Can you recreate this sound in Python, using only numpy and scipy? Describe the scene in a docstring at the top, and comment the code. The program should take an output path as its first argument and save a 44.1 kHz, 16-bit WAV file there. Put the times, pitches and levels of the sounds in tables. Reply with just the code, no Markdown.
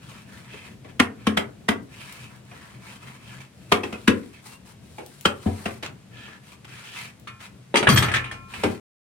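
"""Mould knocked about on a screw press

A tile maker knocks a steel mould about on the bed of a hand screw press in a small brick workshop.
Knocks are noise bursts and damped modes; between them the mould rubs over gritty cement (shaped noise).
Then it is shoved home and the press slams, rattles and rings: clashing steel over the frame's modes.
Rough bursts, brief tones, rumble and hiss fill in; a last knock follows before the sound stops dead."""
import sys
import numpy as np
from scipy import signal
from scipy.fft import rfft, irfft, next_fast_len
from scipy.io import wavfile
from scipy.ndimage import uniform_filter1d, map_coordinates

SR = 44100
rng = np.random.default_rng(int(sys.argv[2]) if len(sys.argv) > 2 else 0)


def wav_out(sig):
    """Save sig, one row per channel (or a flat mono array), as 16-bit PCM at SR to the path in sys.argv[1]."""
    wavfile.write(sys.argv[1], SR, np.round(np.clip(np.atleast_2d(sig).T, -1, 1) * 32767).astype(np.int16))


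N = 399105

# spectrum of steel contact: (frequency [Hz], density [dB per Hz])
CLASH_COLOUR = [(88, -36), (150, 0), (534, -5), (821, -3), (1080, -4), (2450, -1.5), (2700, -2.5),
                (3290, -4.5), (4320, -9), (7180, -17), (9260, -21), (10400, -25.5), (16000, -34)]
# spectrum of low rumbling: (frequency [Hz], density [dB per Hz])
RUMBLE_COLOUR = [(20, -35.5), (40, -18.5), (70, -5.5), (100, -4), (125, 5.5), (155, -5), (195, -0.5),
                 (260, -9.5), (400, -15), (700, -20.5), (1500, -48.5)]
FLAT = [(100, 0)]


def amp(db):
    """Decibels to gain."""
    return 10 ** (np.asarray(db) / 20)


def unit(x):
    """Scale to rms 1."""
    return x / np.sqrt(np.mean(x ** 2) + 1e-20)


def along(points, hz):
    """Interpolate (frequency [Hz], value) points on a log-frequency axis."""
    f, v = np.transpose(points)
    return np.interp(np.log(hz + 1), np.log(f + 1), v)


def curves(rows):
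    """One value per sample for each column after the time."""
    s, *cols = np.transpose(rows)
    return [np.interp(np.arange(N) / SR, s, c) for c in cols]


def wobble(knots_per_s):
    """Smooth random curve through normally distributed knots."""
    knots = rng.standard_normal(int(N * knots_per_s / SR) + 4)
    return map_coordinates(knots, [np.arange(N) * knots_per_s / SR])


def filtered(x, response):
    """Multiply the spectrum of x by a response of frequency."""
    size = x.shape[-1]
    m = next_fast_len(size + 2048)
    return irfft(rfft(x, m) * response(np.fft.rfftfreq(m, 1 / SR)), m)[..., :size]


def noise(colour, size, lo_hz=0, hi_hz=SR):
    """Coloured stereo noise of rms 1, alike in the bass and largely unrelated in the treble."""
    # left-right likeness: (frequency [Hz], correlation [0-1])
    alike = [(100, 0.94), (250, 0.85), (600, 0.22), (2000, 0.26), (5000, 0.22), (12000, .1)]

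    def mid_side(hz):
        turn = np.arccos(np.clip(along(alike, hz), -1, 1)) / 2
        gain = amp(along(colour, hz)) * (hz >= lo_hz) * (hz < hi_hz)
        return gain * np.array([np.cos(turn), np.sin(turn)])

    mid, side = filtered(rng.standard_normal((2, size)), mid_side)
    return unit(np.array([mid + side, mid - side]))


def add(track, s, sound):
    """Mix a sound in at time s."""
    start = max(round(s * SR), 0)
    track[:, start:start + sound.shape[-1]] += sound[..., :N - start]


def burst(colour, band_hz, rise_s, t60_s):
    """Dense, fast-dying modes within one band, as decaying noise at rms 1 over the first 20 ms."""
    t = np.arange(SR // 2) / SR
    envelope = (1 - np.exp(-(t / rise_s) ** 2)) * amp(-60 * t / t60_s)
    x = noise(colour, len(t), *band_hz) * envelope
    return x / np.sqrt(np.mean(x[:, :SR // 50] ** 2))


def ring(modes, rise_s, scatter_db, spread_rad):
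    """Decaying modes at randomly scattered strengths; spread sets their phase difference between ports."""
    hz, db, t60 = np.transpose(modes)
    t = np.arange(SR if t60.max() > .5 else SR // 2) / SR
    chance = rng.standard_normal((2, len(hz)))
    level_db = (db + scatter_db * chance[0])[:, None] - 60 * t / t60[:, None]
    waves = amp(level_db) * np.exp(2j * np.pi * hz[:, None] * t)
    ports = np.exp(1j * spread_rad * np.outer([1, -1], chance[1]))
    return (ports @ waves).imag * (1 - np.exp(-t / rise_s))


def tilted(modes, db_per_octave):
    """The place of a blow favours an object's upper or lower modes."""
    hz, db, t60 = np.transpose(modes)
    return np.transpose([hz, db + db_per_octave * np.log2(hz / hz[0]), t60])


def gripped(modes):
    """The modes of a loose part, each detuned a little by the way it is held at this contact."""
    hz, db, t60 = np.transpose(modes)
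    shift = .012 * rng.standard_normal(len(hz))
    return np.transpose([hz * (1 + shift), db, t60])


def focused(colour, hz):
    """The part that is hit colours the contact: a broad hump around its frequency."""
    focus_db, focus_octaves = 6.5, 0.62
    f = np.geomspace(60, SR / 2, 80)
    hump = np.exp(-(np.log2(f / hz) / focus_octaves) ** 2)
    return np.transpose([f, along(colour, f) + focus_db * hump])


def bent(x):
    """A blow after it has crossed the bed as a bending wave: the low notes arrive last."""
    lag_s, lag_at_hz = 0.004486, 250  # lag grows as 1 / sqrt(frequency)
    return filtered(x, lambda hz: np.exp(-4j * np.pi * lag_s * np.sqrt(lag_at_hz * hz)))


def room(x, wet_db, build_s=0.0023):
    """A sound plus the answer of the brick walls: a noise tail whose decay time depends on frequency."""
    # wall reverberation: (frequency [Hz], t60 [s])
    walls = [(100, 0.49), (250, 0.48), (600, 0.3), (1500, 0.25), (4000, 0.15), (12000, 0.18)]
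    hz, t, z = signal.stft(noise(FLAT, SR // 2), SR, nperseg=256)
    decay = amp(-60 * t / along(walls, hz)[:, None]) * (1 - np.exp(-t / build_s))
    tail = signal.istft(z * decay, SR, nperseg=256)[1]
    wet = signal.fftconvolve(x, tail / np.linalg.norm(tail[0]), axes=1)[:, :x.shape[1]]
    return x + amp(wet_db) * wet


def knocks():
    """Steel cracks and rings in two damped modes; the weight thumps the bed and booms in the pit."""
    # knocks of the filled mould: (time [s], strength [dB], contact hardness [dB], weight behind it [dB],
    # thump [Hz], clack [dB], thud [dB], lower mode [Hz], its level [dB], upper mode [Hz], its level [dB],
    # tilt of the bed's modes [dB per octave])
    knock_rows = [(0.536, -53.5, -2.5, 10.5, 416, -4.5, 2, 1100, 0, 2570, 6, 1),
                  (.845, -51.5, 0, 1.5, 274, -1.5, 1.5, 1110, 11.5, 2570, 1.5, -1),
                  (0.998, -23, 11.5, 10.5, 258, 2, -5, 966, 1.5, 2170, 10.5, -8),
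                  (1.269, -29, 8.5, 12.5, 235, 0.5, 0.5, 1104, 9, 1650, 9, -6),
                  (1.372, -25.5, 8, 0, 201, 0.5, -2, 2450, 4, 3400, 5, 4),
                  (1.686, -25, 8, 8.5, 226, -0.5, 1.5, 1135, -3, 1960, 13, -1),
                  (2.514, -55, 5, -8, 300, 2, -1, 1090, 0, 2440, 21, 0),
                  (3.720, -19, 7, 0, 191, 0, 3, 900, 5.5, 1214, 10, -4),
                  (3.834, -34.5, 4, 7, 346, -0.5, 5, 2600, 12, 3290, 6.5, -7),
                  (3.926, -37, 2.5, 6, 213, -3.5, -2.5, 1360, 11.5, 2500, 8.5, 3),
                  (4.077, -22.5, 8.5, 11, 234, -9.5, 4.5, 1914, 5, 1640, 11.5, 3),
                  (4.983, -41.5, -1, -4, 475, 0, -2, 840, 20.5, 2300, 11, 0),
                  (5.254, -21, 7, 0.5, 193, -0.5, -16, 1373, 12.5, 3150, 13, -5.5),
                  (5.458, -32.5, -15, 16, 207, -8, -0.5, 620, 3, 1030, 15, -0.5),
                  (5.657, -32, 4, 5.5, 200, -1, -2.5, 690, 13, 2730, 14, -4),
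                  (5.829, -42, 4, 5.5, 313, -7, 1, 1140, -1, 2220, 6, 0),
                  (6.28, -51, 2.5, -19, 300, -6, -4, 885, 10, 1700, 21, 0),
                  (6.835, -54, 0, -12, 300, -12, -3, 935, 14, 2900, 8, 0),
                  (8.635, -23, 0.5, 6.5, 409, -1.5, 3.5, 426, 8, 1590, 4, 3.5)]
    # work pit under the press: (frequency [Hz], level [dB], t60 [s])
    pit_modes = [(91.4, 1.5, 0.26), (103.6, -4, 0.3), (136, -8.5, 0.13)]
    # bed under the mould: (frequency [Hz], level [dB], t60 [s])
    bed_modes = [(215.7, -14.5, 0.41), (247.5, -16.5, 0.33), (283.1, -17.5, 0.31), (402.4, -18, 0.29),
                 (472, -26, 0.35), (528, -28, 0.14)]
    # spectrum of the contact: (frequency [Hz], density [dB per Hz])
    colour = [(180, -29), (300, -0.5), (725, -1.5), (1140, -11), (1480, -12.5), (2140, -13.5), (3190, -16),
              (4670, -25.5), (6100, -27.5), (6740, -34), (8790, -28), (12300, -40.5), (16000, -44)]
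    crack_part_db, grit_part_db, thump_part_db, boom_part_db = -4, -16.5, 7, -3.5
    thud_part_db, settle_part_db, lead_in_part_db = -9, -13, -19.5
    settle_s, lead_in_s = .006, 0.0045
    boom_grows = 0.6  # dB of boom per dB by which weight exceeds hardness
    room_db, room_falls = -0.5, 0.56  # walls' share, and its loss per dB of hardness
    firm_db, light_room = -24.5, 0.14  # dB more of the walls per dB a knock is lighter than firm
    low_hz, middle_hz, high_hz = (330, 1000), (1000, 4000), (4000, SR)
    out = np.zeros((2, N))
    for (s, db, hardness_db, weight_db, thump_hz, clack_db, thud_db,
         lower_hz, lower_db, upper_hz, upper_db, tilt_db) in knock_rows:
        clack = amp(clack_db) * burst(colour, low_hz, rise_s=0.002, t60_s=0.045)
        crack = amp(crack_part_db) * burst(colour, middle_hz, rise_s=0.0046, t60_s=0.027)
        grit = amp(grit_part_db) * burst(colour, high_hz, rise_s=0.0058, t60_s=0.016)
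        contact = clack + amp(hardness_db) * (crack + grit)
        # the mould's far edge lands a moment later
        edge = burst(CLASH_COLOUR, (900, SR), rise_s=0.00072, t60_s=0.036)
        contact = contact + amp(hardness_db + settle_part_db) * np.roll(edge, int(settle_s * SR), axis=1)
        wet_db = room_db - room_falls * hardness_db + light_room * (firm_db - db)
        add(out, s - .001, amp(db) * room(contact, wet_db))

        # soft noise swelling in just before each knock
        lead_in = burst(CLASH_COLOUR, (600, SR), rise_s=.004, t60_s=0.022)
        add(out, s - lead_in_s, amp(db + hardness_db + lead_in_part_db) * lead_in)

        pair = [(lower_hz, lower_db, .036), (upper_hz, upper_db, .03)]
        modes = ring(pair, rise_s=0.0026, scatter_db=-2, spread_rad=0.079)
        add(out, s - .001, amp(db + hardness_db + crack_part_db) * room(modes, wet_db=-7.5))

        thump = ring([(thump_hz, 1, .06)], rise_s=0.0016, scatter_db=-0.5, spread_rad=0.085)
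        # the bed takes up the blow more slowly
        bed = ring(tilted(bed_modes, tilt_db), rise_s=0.0022, scatter_db=3.0, spread_rad=0.27)
        add(out, s, amp(db + weight_db + thump_part_db) * bent(thump + bed))

        # dull thud of the cement
        thud = room(burst(FLAT, (170, 560), rise_s=0.00092, t60_s=0.1), wet_db=-2.5)
        add(out, s, amp(db + thud_part_db + thud_db + weight_db / 2) * bent(thud))

        boom_db = db + boom_part_db + boom_grows * (weight_db - hardness_db)
        boom = ring(pit_modes, rise_s=0.014, scatter_db=2.0, spread_rad=.1)
        add(out, s, amp(boom_db) * bent(boom))
    return out


def press():
    """Loose steel parts clash, each with its own clank, while the frame booms and rings under the blow."""
    # steel striking steel: (time [s], strength [dB], brightness [dB], body [dB], contact t60 [s],
    # clank [Hz], clank level [dB])
    clashes = [(7.272, -37, -4, -6, 0.069, 1200, -1), (7.741, -21.5, -10, 9.5, 0.087, 546, 8),
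               (7.756, -15.5, -2.5, -1.5, 0.029, 2090, 0.5), (7.768, -22, 8, 0.5, 0.052, 3220, 3),
               (7.827, -23, -6, 6.5, 0.04, 457, 3), (7.87, -11.5, -16, -1.5, 0.049, 1670, 5),
               (7.888, -19.5, 7, -6.5, 0.076, 1140, 13), (7.923, -26, 5, -9, 0.065, 1530, 13),
               (7.959, -22.5, 6, -4.5, 0.061, 1140, 0), (7.973, -18, 5.5, -9.5, 0.045, 1720, 0),
               (8.023, -18, -1.5, -2.5, 0.13, 1310, -12), (8.083, -26, -7.5, 0.5, 0.083, 2060, -11),
               (8.115, -28.5, -1, -1.5, 0.051, 1716, 10), (8.138, -16.5, -6.5, -22, 0.15, 1800, -17),
               (8.241, -33, -8, -5, 0.18, 2430, 2), (8.312, -35, 0, -1.5, 0.14, 1790, 7.5),
               (8.537, -33, -4, -4, 0.05, 2410, -3)]
    # jolts of the heavy frame: (time [s], boom [dB], lasting ring [dB],
    # share of the ring time left by a gripping hand [0-1], tilt of the ring [dB per octave])
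    jolts = [(7.275, -52, -48.5, 0.27, 4), (7.881, -16.5, -37.5, 0.8, 0), (8.138, -45, -41.5, .85, 0),
             (8.578, -40, -59.5, 0.32, 0)]
    # heavy frame: (frequency [Hz], level [dB], t60 [s])
    frame_modes = [(52.4, -22, 2.2), (70.1, -16, 1.1), (86, -9, .9), (95, -1.5, 1.3), (109, -5, .85),
                   (124, -2, .95), (142, -10, .6), (160, -11, .4), (185, -5, .25), (224, -3, .2),
                   (312, -27, 1.5), (405, -21, .9), (446, -15, .45)]
    # loose steel parts: (frequency [Hz], level [dB], t60 [s])
    steel_modes = [(1198, -0.5, 0.12), (1268, -6.5, 0.37), (1384, -2.5, 0.077), (1810, -2, 0.12),
                   (1755, -5, 0.49), (2130, -9, 0.2), (2500, -9.5, 0.13), (2970, -11, 0.16)]
    # their high, bright modes: (frequency [Hz], level [dB], t60 [s])
    bright_modes = [(3270, 4, 0.16), (3240, 4, 0.091), (3460, -7, .14), (3600, -8.5, 0.23),
                    (4250, -10.5, .14), (4560, -6.5, 0.2), (5870, -8.5, 0.14), (6540, -8.5, .1),
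                    (7300, -12, 0.089), (7800, -6.5, .11), (8460, -3, 0.089), (8800, 0.5, 0.087),
                    (9000, -2, 0.19), (9950, -6, 0.09)]
    # lasting ring of the press: (frequency [Hz], level [dB], t60 [s])
    press_ring = [(1062, -2.5, 2.7), (1150, 3.5, .45), (1260, 4, .45), (1357, -3.5, 2.8), (1378, -4, .8),
                  (1744, 1.5, 0.48), (1780, -2.5, .45), (2003, -5.5, .7), (2153, -1.5, .9), (2200, 1, .8),
                  (2440, 2.5, 1.4), (2643, -6, 0.63), (2900, -9, 0.86), (2960, -2, 0.84), (3700, -9.5, .55),
                  (4330, -5, .4)]
    low_part_db, mid_part_db, high_part_db = -9.5, -5, -14.5  # contact noise, against the strength
    steel_part_db, bright_part_db = -9.5, -13.5  # ringing parts, against the strength
    low_hz, middle_hz, high_hz = (180, 1000), (1000, 4000), (4000, SR)
    clank_t60_s, grip_scatter_db = 0.056, 3.5
    shudder_db, shudder_per_s = 2.5, 29  # the frame's boom wavers as the loose parts shift
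    out = np.zeros((2, N))
    for s, db, brightness_db, body_db, t60_s, hz, clank_db in clashes:
        colour = focused(CLASH_COLOUR, hz)
        clack = amp(low_part_db + body_db) * burst(colour, low_hz, rise_s=0.00029, t60_s=t60_s)
        crack = amp(mid_part_db) * burst(colour, middle_hz, rise_s=0.0012, t60_s=t60_s)
        grit = amp(high_part_db + brightness_db) * burst(colour, high_hz, rise_s=0.0035, t60_s=t60_s)
        add(out, s, amp(db) * room(clack + crack + grit, wet_db=-0.5))
        clank = ring([(hz, 0, clank_t60_s)], rise_s=0.00076, scatter_db=-2, spread_rad=0.44)
        add(out, s, amp(db + clank_db) * clank)
        steel = ring(gripped(steel_modes), rise_s=.001, scatter_db=grip_scatter_db, spread_rad=.7)
        bright = ring(gripped(bright_modes), rise_s=.001, scatter_db=grip_scatter_db, spread_rad=.7)
        add(out, s, amp(db + steel_part_db) * steel)
        add(out, s, amp(db + bright_part_db + brightness_db) * bright)
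    for s, boom_db, ring_db, free, tilt_db in jolts:
        boom = ring(frame_modes, rise_s=0.0031, scatter_db=3, spread_rad=0.13)
        shudder = amp(shudder_db * wobble(shudder_per_s))[:boom.shape[1]]
        add(out, s, amp(boom_db) * room(boom * shudder, wet_db=-18.0))
        rumble = burst(RUMBLE_COLOUR, (60, 700), rise_s=0.011, t60_s=0.62)
        add(out, s, amp(boom_db - 4.5) * rumble)
        held_modes = tilted(press_ring, tilt_db) * [1, 1, free]
        add(out, s, amp(ring_db) * ring(held_modes, rise_s=0.0011, scatter_db=1, spread_rad=0.6))
    return out


def patchy(x):
    """A grating band wanders up and down, while narrow regions swell and fade within hundredths of a second."""
    patch_db = 2
    band_hz, band_db, band_octaves = 2300, 6.5, 0.24  # the dragged edge grates here
    swing_octaves, moves_per_s = .26, 14  # the contact travels along the edge
    hz, t, z = signal.stft(x, SR, nperseg=512)
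    field = uniform_filter1d(rng.standard_normal(z.shape[1:]), size=4, axis=0)
    field = uniform_filter1d(field, size=7, axis=1)
    centre = swing_octaves * np.interp(t * SR, np.arange(N), wobble(moves_per_s))
    octaves_off = np.log2((hz[:, None] + 1) / band_hz) - centre
    band = np.exp(-(octaves_off / band_octaves) ** 2)
    gain = amp(patch_db * unit(field) + band_db * band)
    return unit(signal.istft(z * gain, nperseg=512)[1][:, :N])


def plate_singing():
    """Friction noise stirs the mould plate's resonances, at a pitch that wanders as the contact moves."""
    # mould plate: (frequency [Hz], width [Hz], level [dB])
    plate_modes = [(1030, 60, -11.5), (1390, 69, 0.5), (1740, 92, 7), (2516, 210, 8.5), (3080, 200, 2.5)]
    shift_db = 4 * wobble(12)  # low and high modes take turns
    wander, wander_per_s = .018, 20
    friction = noise(FLAT, N)

    def plate(modes):
        return filtered(friction, lambda f: sum(amp(db) / (1 + 2j * (f - hz) / width)
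                                                for hz, width, db in modes))

    singing = amp(shift_db) * plate(plate_modes[:3]) + amp(-shift_db) * plate(plate_modes[3:])
    clock = np.cumsum(1 + wander * wobble(wander_per_s)) % N
    return unit(np.array([np.interp(clock, np.arange(N), port) for port in singing]))


def sliding():
    """Strokes drag the mould over cement: plate sings, coarse grains crunch, loose sand hisses and damps."""
    # strokes on the bed: (start [s], length [s], force [dB], sandiness [dB], hollowness [dB])
    strokes = [(0, 0.26, -50.5, -6, 2.5), (0.25, 0.24, -52, -6.5, 2.5), (0.476, 0.28, -50, -8.5, 0),
               (0.878, 0.04, -54.5, -15.5, -6.5), (1.144, 0.27, -56, -12.5, 3),
               (1.888, 0.42, -46.5, -6.5, -1.5), (2.28, 0.13, -58, -6, 7), (2.451, 0.35, -52.5, -7.5, 5),
               (2.796, 0.2, -49, -6, 4), (2.989, 0.2, -51, -6, 6), (3.185, 0.29, -49.5, -8, 1),
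               (3.537, 0.85, -56.5, -1.5, 3), (4.327, 0.086, -52, -11.5, -13), (4.418, 0.15, -55, 4.5, 9.5),
               (4.647, 0.088, -56.5, 3, 9), (4.79, 0.61, -64.5, 7, 3), (5.345, 0.46, -52, 1, 5.5),
               (6.109, 0.28, -50, -17, -21), (6.429, 0.13, -53, -3.5, 2), (6.66, 0.38, -45.5, -9, -4),
               (6.915, 0.2, -42, -8.5, -5), (7.391, 0.093, -45.5, -7, -0.5), (8.479, 0.31, -44.5, -6, 0)]
    # spectrum of the rubbing: (frequency [Hz], density [dB per Hz])
    rub_colour = [(240, -40), (400, -10.5), (787, -8.5), (1040, -1), (1710, -3.5), (1940, -4), (2490, -4),
                  (4220, -10.5), (8000, -20), (10400, -51.5), (17600, -120)]
    # spectrum of loose sand: (frequency [Hz], density [dB per Hz])
    sand_colour = [(1500, -11.5), (4000, 0.5), (6500, -5), (9000, -1), (12000, -8.5), (15500, -13.5)]
    swell = 0.65  # loudness follows the hand's speed to this power
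    plate_db, sand_damps = -10, 0.81  # the plate's singing, and its loss per dB of sandiness
    grains_per_s, grain_spread_db, grain_db = 170, 5.5, -9
    hollow_below_hz = 1400
    rub, hollow, sing, sand = layers = np.zeros((4, N))
    for start, length, db, sand_db, hollow_db in strokes:
        progress = np.linspace(0, 1, int(length * SR))
        speed = 4 * progress * (1 - progress)
        gains = amp([0, hollow_db, plate_db - sand_damps * sand_db, sand_db])
        add(layers, start, np.outer(gains, amp(db) * speed ** swell))

    singing = plate_singing()
    strength_db = grain_spread_db * np.clip(rng.standard_normal(N), -2, 2)
    crushes = (rng.random(N) < grains_per_s / SR) * amp(strength_db)
    crushes = crushes * (1 + .5 * rng.standard_normal((2, N)))  # uneven between the ports
    crunch = unit(filtered(crushes, lambda f: amp(along(rub_colour, f))))
    rubbing = patchy(noise(rub_colour, N) + amp(grain_db) * crunch)
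    low = filtered(rubbing, lambda f: 1 / (1 + (f / hollow_below_hz) ** 8))
    body = hollow * low + rub * (rubbing - low) + sing * singing

    catching = amp(0.47 * wobble(21) + 1.5 * wobble(60))
    roughness = unit(amp(1.9 * wobble(700)))
    return room(catching * roughness * (body + sand * noise(sand_colour, N)), wet_db=-5.0)


def rough_bursts():
    """Rough, short bursts of noise among the scrapes and clashes, and the odd snapping sand grain."""
    # rough bursts: (time [s], length [s], level [dB])
    burst_rows = [(5.823, 0.052, -35.5), (6.645, 0.012, -44), (7.403, 0.016, -46), (7.972, 0.019, -23.5),
                  (8.139, 0.035, -29), (8.554, .03, -48.5)]
    # sand grains snapping under the steel: (time [s], level [dB])
    ticks = [(1.83, -66), (2.125, -47.5), (2.36, -64), (2.451, -65), (5.062, -49.5), (5.21, -46),
             (7.198, -59)]
    out = np.zeros((2, N))
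    for s, length, db in burst_rows:
        size = int(length * SR)
        roughness_db = 4.2 * unit(uniform_filter1d(rng.standard_normal(size), size=40))
        envelope = amp(roughness_db) * signal.windows.tukey(size, .3)
        add(out, s, amp(db) * unit(noise(CLASH_COLOUR, size) * envelope))
    for s, db in ticks:
        add(out, s, amp(db) * burst(FLAT, (2000, SR), rise_s=.0003, t60_s=0.015))
    return room(out, wet_db=-4.5)


def whistles():
    """Brief, unsteady steel tones, most of them struck up by the slam: sines of wavering pitch and level."""
    # whistling steel: (time [s], length [s], frequency [Hz], level [dB])
    whistle_rows = [(3.942, .03, 2550, -45), (4.47, .12, 2753, -57), (7.76, .046, 6200, -39),
                    (7.885, .03, 3226, -25), (7.885, .04, 4617, -29), (7.888, .04, 5894, -37),
                    (7.875, .14, 13420, -38), (7.88, .1, 14200, -49), (7.97, .12, 13330, -53),
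                    (7.965, .075, 12750, -45), (7.97, .026, 7685, -35)]
    out = np.zeros((2, N))
    pitch_waver = 1 + .004 * wobble(150)
    level_waver = amp(5.2 * wobble(80))
    for s, length, hz, db in whistle_rows:
        now = round(s * SR) + np.arange(int(length * SR))
        phase = 2 * np.pi * np.cumsum(hz * pitch_waver[now]) / SR
        tone = np.sin(phase) * level_waver[now]
        add(out, s, amp(db) * unit(tone * signal.windows.tukey(len(now), .6)))
    return room(out, wet_db=-5.0)


def background():
    """The workshop's wavering low rumble and faint, steady hiss, both coloured noise."""
    # workshop rumble: (time [s], level [dB])
    rumble_rows = [(0, -46), (3.3, -48.5), (7.5, -49)]
    # spectrum of the hiss: (frequency [Hz], density [dB per Hz])
    hiss_colour = [(300, -7.5), (600, 5.5), (2500, 4.5), (6000, -3), (9000, -5), (12000, -10.5),
                   (15500, -22.5)]
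    hiss_db = -59
    rumble_db, = curves(rumble_rows)
    rumble = amp(rumble_db + 1.8 * wobble(14)) * noise(RUMBLE_COLOUR, N)
    return rumble + amp(hiss_db) * noise(hiss_colour, N)


def scene():
    """All sources, with level differences between the ports by frequency; the left port hears first."""
    # balance of the ports: (frequency [Hz], left minus right [dB])
    lean = [(100, 2), (500, 4), (1200, 2), (2600, -1.5), (5000, 2), (8500, 9), (14000, 4)]
    left_lead_s = .00006

    def ports(hz):
        level = amp(np.outer([.5, -.5], along(lean, hz)))
        return level * np.exp(1j * np.pi * np.outer([1, -1], hz) * left_lead_s)

    return filtered(knocks() + press() + sliding() + rough_bursts() + whistles() + background(), ports)


def record(dry):
    """The microphone sheds the deepest bass and rounds the peaks; the sound stops dead, cut above top_hz."""
    stop_s, top_hz = 8.799, 16000
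    x = signal.sosfilt(signal.butter(2, 42, "highpass", fs=SR, output="sos"), dry)
    x = x / (1 + np.abs(x / .95) ** 6) ** (1 / 6)
    return filtered(x * (np.arange(N) / SR < stop_s), lambda hz: hz < top_hz)


dry = scene()
out = record(dry)
wav_out(out)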